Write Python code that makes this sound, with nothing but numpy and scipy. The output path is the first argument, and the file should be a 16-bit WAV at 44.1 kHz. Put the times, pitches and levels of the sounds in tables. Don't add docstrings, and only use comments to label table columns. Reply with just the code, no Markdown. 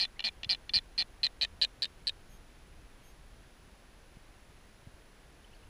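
import sys
import numpy as np
from scipy import signal
from scipy.fft import rfft, irfft
from scipy.io import wavfile
from scipy.ndimage import uniform_filter1d

SR = 44100
rng = np.random.default_rng(int(sys.argv[2]) if len(sys.argv) > 2 else 0)


def unload_wav(signal):
    wavfile.write(
        sys.argv[1],
        SR,
        np.round(np.clip(np.atleast_2d(signal).T, -1, 1) * 32767).astype(np.int16),
    )


N = 250929
TIME = np.arange(N) / SR
SHORT_TIME = np.arange(SR // 8) / SR

# time_s, stretch (0 is bowed, 1 is fully stretched)
NECK_STRETCH = [(.98, .07), (1.23, .53), (1.41, 0.61), (1.61, 0.93), (2.07, 1.0)]
# start_s, pulse_count, cycle_s, extra_wait_s, pitch_hz, pitch_bend (a share), pip_db, snap_db
CALLS = [ (-.0008, 10, 0.0051, 0.0035, 4326, .17, -23.5, -23),
         (0.2401, 10, 0.0046, 0.0027, 4315, 0.14, -27, -23.5),
         (0.4922, 10, 0.0051, .0055, 4344, 0.27, -21.5, -22.5),
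         (.7359, 10, .005, 0.0034, 4415, 0.11, -19, -23.5), (0.9785, 9, 0.005, 0.0021, 4410, 0.1, -23, -25),
         (1.2317, 6, 0.0062, .0019, 4226, 0.057, -21.5, -24),
         (1.4119, 6, 0.0061, .0034, 4160, 0.099, -22.5, -21.5),
         (1.6145, 6, 0.0058, 0.002377, 4190, 0.22, -21, -22),
         (1.8212, 5, .0064, 0.0045, 4250, 0.17, -23, -24.5),
         (2.0700, 4, 0.0064, 0.0027, 4264, 0.066, -22, -26)]
def albatross_calls():
    out = np.zeros(N)
    for start_s, *settings in CALLS:
        stretch = np.interp(start_s, *np.transpose(NECK_STRETCH))
        add(out, start_s, one_call(*settings, stretch))
    return out


def one_call(pulse_count, cycle_s, extra_wait_s, pitch_hz, pitch_bend, pip_db, snap_db, stretch,
             slowing=.38, push_db=7, fade_s=.005, jitter_s=.0001, resonance_hz=4350):
    count = int(round(pulse_count))
    chance = rng.standard_normal((12, 4))[:count]
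    air, shake = rng.standard_normal((2, len(SHORT_TIME)))
    flutter = .026 * rms_one(cut(shake, 900, "low"))
    gaps_s = cycle_s + extra_wait_s * slowing ** np.arange(count - 1)[::-1]
    starts_s = np.append(0, np.cumsum(gaps_s))
    air_left = np.exp(-np.append(0, gaps_s - cycle_s) / fade_s)
    pressure = np.interp(starts_s / starts_s[-1], [0, .35, 1], [.5, 1, 0])
    push = pressure - .6
    pips_db = pip_db + push_db * push
    pips_db[[0, -1]] += [-5, 2]
    snaps_db = snap_db - 3 * pressure
    snaps_db[-1] += 6
    overtone_db = np.interp(stretch ** 10, [0, 1], [-31, -21.5])
    pips, snaps = 0, 0
    for k, (late, loud, sharp, hard) in enumerate(chance):
        t = SHORT_TIME - max(starts_s[k] + jitter_s * late, 0)
        hz = pitch_hz * (1 + pitch_bend * push[k] + .0068 * sharp)
        in_tune = 1 / np.hypot(1, (hz - resonance_hz) / 600)
        pip_gain = air_left[k] ** 2 * in_tune * from_db(pips_db[k] - .35 * loud)
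        pips += pip_gain * pip(t, hz, overtone_db, flutter)
        snaps += air_left[k] * from_db(snaps_db[k] + hard) * snap(t, air)
    return ground_echo(windpipe(pips, stretch) + throat(snaps, stretch), stretch)


def pip(t, hz, overtone_db, flutter, peak_s=.0012, ring_s=.0028, sag=.15, sag_s=.0075):
    t = np.maximum(t, 0)
    swell = (t / peak_s * np.exp(1 - t / peak_s)) ** 3
    ring = from_db(-12) * (1 - np.exp(-t / peak_s)) * np.exp(-t / ring_s)
    glide = 1 + sag * np.tanh((peak_s - t) / sag_s) + flutter
    phase = 2 * np.pi * np.cumsum(hz * glide * (t > 0)) / SR
    overtones = np.sin(2 * phase) + from_db(-19) * np.sin(3 * phase)
    return (swell + ring) * (np.sin(phase) + from_db(overtone_db) * overtones)


def windpipe(pips, stretch, lag_s=.000736):
    ring_hz = np.interp(stretch, [0, 1], [4130, 3980])
    ring = resonate(pips, ring_hz, width_hz=360)
    return from_db(2) * (pips + from_db(-5) * delay(ring, lag_s))


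def snap(t, noise, puff_s=.0024):
    click = np.diff(t >= 0, prepend=False).astype(float)
    puff = .11 * noise * (t >= 0) * np.exp(-np.maximum(t, 0) / puff_s)
    return from_db(3) * cut(click + puff, 7500, "low")


# bowed_hz, stretched_hz, width_hz, bowed_db, stretched_db
THROAT_RINGS = [ (218, 180, 250, -15, -13.5), (727, 481, 420, -16.5, -14.5), (1157, 390, 1250, -15, -25),
                (1878, 1754, 203, -5.5, -1), (2364, 2500, 133, 2.5, 6.5), (2910, 3100, 244, 6.5, 8),
                (3500, 3740, 106, 9, 14), (3990, 4100, 470, 6.5, 9.5), (4860, 5560, 515, -4.5, -11),
                (5730, 5800, 290, -11.5, -25), (6700, 7500, 420, -15.5, -7.5), (9700, 8700, 400, -8.5, -17),
                (11920, 11500, 960, -16.5, -18)]
def throat(snaps, stretch, bowed_treble_db=-6.5, stretched_treble_db=-1.5, gain_db=17):
    treble_db = np.interp(stretch, [0, 1], [bowed_treble_db, stretched_treble_db])
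    out = 0
    for bowed_hz, stretched_hz, width_hz, bowed_db, stretched_db in THROAT_RINGS:
        hz = bowed_hz + stretch * (stretched_hz - bowed_hz)
        level_db = bowed_db + stretch * (stretched_db - bowed_db)
        tilt_db = treble_db * np.tanh(2 * np.log(hz / 4500) + 1)
        ring = resonate(snaps, hz, width_hz)
        ring = resonate(ring, hz, 1.8 * width_hz)
        out += from_db(level_db + tilt_db + gain_db) * ring
    return out


# start_s, level_db, ring_hz
THROAT_CLUCKS = [(0.1937, -24.5, 2960), (.204, -24, 2890), (.2238, -40, 3020), (.4327, -22, 3200),
                 (0.4449, -23, 3250), (0.6938, -24.5, 3160)]
def albatross_clucks():
    out = np.zeros(N)
    for start_s, level_db, ring_hz in THROAT_CLUCKS:
        air = rng.standard_normal(len(SHORT_TIME))
        click = cut(snap(SHORT_TIME, air), 4200, "low")
        bill_ring = from_db(22.5) * resonate(click, ring_hz, width_hz=240)
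        cluck = throat(click, stretch=0, bowed_treble_db=-3) + bill_ring
        add(out, start_s, from_db(level_db) * ground_echo(cluck, stretch=0))
    return out


def ground_echo(sound, stretch):
    delay_s = np.interp(stretch, [0, 1], [.001162, .0018])
    return sound + from_db(-9.5) * delay(sound, delay_s)


def grass_scatter(sound, fade_s=.05):
    tail = rng.standard_normal(len(SHORT_TIME)) * from_db(-60 * SHORT_TIME / fade_s)
    tail /= np.linalg.norm(tail)
    return sound + from_db(-27) * signal.fftconvolve(sound, tail)[:N]


# pitch_hz, level_db
RUMBLE_COLOUR = [(8.8, -29), (15, 8), (48, 4.5), (102, -6.5), (200, -14.5), (260, -46), (440, -120)]
# time_s, level_db
BREEZE_LEVELS = [(0, -55.5), (1.0, -56.5), (1.6, -56.5), (1.9, -58.5), (2.35, -52), (2.65, -57.5),
                 (4.3, -57.5), (5.2, -61.5), (5.69, -56.5)]
def wind_rumble(gust_db=1.5, gusts_per_s=7.6):
    rumble = coloured_noise(RUMBLE_COLOUR)
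    rumble /= np.sqrt(uniform_filter1d(rumble ** 2, size=SR // 12) + 1e-9)
    level_db = np.interp(TIME, *np.transpose(BREEZE_LEVELS)) + gust_db * drift(gusts_per_s)
    return from_db(level_db) * rumble


# start_s, level_db, pitch_hz
WIND_SLAPS = [(.466, -32.5, 119), (.768, -33.5, 79), (1.526, -36.5, 56), (4.169, -36.5, 151),
              (4.29, -44, 48), (4.871, -33, 107), (4.94, -37.5, 48)]
def wind_slaps(fade_per_cycle=2.85):
    out = np.zeros(N)
    for start_s, level_db, pitch_hz in WIND_SLAPS:
        cycles = SHORT_TIME * pitch_hz
        thump = np.sin(2 * np.pi * cycles) * np.exp(-fade_per_cycle * cycles)
        add(out, start_s, from_db(level_db) * cut(thump, 350, "low"))
    return out


# pitch_hz, level_db
AIR_COLOUR = [(59, -51), (100, -11.5), (146, -8.5), (228, -5.5), (326, -6.5), (467, -8.5), (1330, -14),
              (1550, -12.5), (2260, -16), (2500, -16), (6000, -24), (7800, -34.5), (13200, -120)]
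def hillside_air():
    return from_db(-61.5) * coloured_noise(AIR_COLOUR)


# start_s, length_s, start_hz, end_hz, level_db
BIRD_PEEPS = [(0.154, 0.031, 1800, 2400, -58), (5.441, 0.013, 3200, 2920, -54.5),
              (5.525, .023, 2550, 3240, -60), (5.535, .03, 4200, 4800, -66), (5.616, .038, 2400, 3220, -63)]
def far_birds(waver=.027):
    out = np.zeros(N)
    for start_s, length_s, start_hz, end_hz, level_db in BIRD_PEEPS:
        hz = np.interp(SHORT_TIME, [0, length_s], [start_hz, end_hz])
        hz *= 1 + waver * drift(490)[:len(SHORT_TIME)]
        tone = np.sin(2 * np.pi * np.cumsum(hz) / SR)
        add(out, start_s, from_db(level_db) * arch(SHORT_TIME, length_s) ** 2 * tone)
    return out


# start_s, length_s, pitch_hz
LENS_MOVES = [(2.287, 0.095, 3230), (3.024, 0.1, 3210)]
# pitch_multiple, level_db
MOTOR_TONES = [(1, -73), (2, -68), (3, -72.5), (4, -71)]
def lens_motor(wobble=.0083, end_rise=.044):
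    out = np.zeros(N)
    for start_s, length_s, pitch_hz in LENS_MOVES:
        load = arch(TIME - start_s, length_s) ** .5
        speed = 1 + end_rise * (1 - load) ** 2 + wobble * drift(400)
        phase = 2 * np.pi * np.cumsum(pitch_hz * speed) / SR
        for multiple, level_db in MOTOR_TONES:
            out += load * from_db(level_db) * np.sin(round(multiple) * phase)
    return out


# pitch_hz, level_db
HISS_COLOUR = [(5000, -30), (6500, -2), (7500, -3), (10000, -3), (11500, -6.5), (13000, -10), (14000, -9.5),
               (15200, -6)]
# pitch_hz, level_db
WHISTLE_TONES = [(10644, -77.5), (10693, -88)]
def camera_electronics():
    out = from_db(-74) * coloured_noise(HISS_COLOUR)
    for pitch_hz, level_db in WHISTLE_TONES:
        out += from_db(level_db) * np.sqrt(2) * np.sin(2 * np.pi * pitch_hz * TIME)
    return out


def from_db(db):
    return 10 ** (np.asarray(db) / 20)


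def rms_one(x):
    return x / np.sqrt(np.mean(x ** 2) + 1e-20)


def add(track, start_s, sound):
    at = int(round(start_s * SR))
    sound, at = sound[max(-at, 0):], max(at, 0)
    track[at:at + len(sound)] += sound[:N - at]


def delay(sound, delay_s):
    return np.interp(SHORT_TIME - delay_s, SHORT_TIME, sound, left=0)


def cut(x, hz, keep):
    return signal.sosfilt(signal.butter(2, hz, keep, fs=SR, output="sos"), x)


def resonate(x, hz, width_hz):
    r = np.exp(-np.pi * width_hz / SR)
    feed_in = np.array([1, 0, -1]) * (1 - r * r) / 2
    feedback = [1, -2 * r * np.cos(2 * np.pi * hz / SR), r * r]
    return signal.lfilter(feed_in, feedback, x + 1e-18)


def drift(turns_per_s):
    points = rng.standard_normal(4096)
    return np.interp(TIME * turns_per_s, np.arange(len(points)), points)


def coloured_noise(colour):
    hz, level_db = np.transpose(colour)
    all_hz = np.maximum(np.fft.rfftfreq(N, 1 / SR), 1)
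    gains = from_db(np.interp(np.log(all_hz), np.log(hz), level_db))
    return rms_one(irfft(rfft(rng.standard_normal(N)) * gains, N))


def arch(t, length_s):
    return np.sin(np.pi * np.clip(t / length_s, 0, 1))


def scene():
    albatross = grass_scatter(albatross_calls() + albatross_clucks())
    wind = wind_rumble() + wind_slaps() + hillside_air()
    return (albatross + wind + far_birds() + camera_electronics() + lens_motor())[None]


def record(dry, cutoff_hz=15350):
    return signal.sosfilt(signal.ellip(10, .1, 80, cutoff_hz, fs=SR, output="sos"), dry)


dry = scene()
out = record(dry)
unload_wav(out)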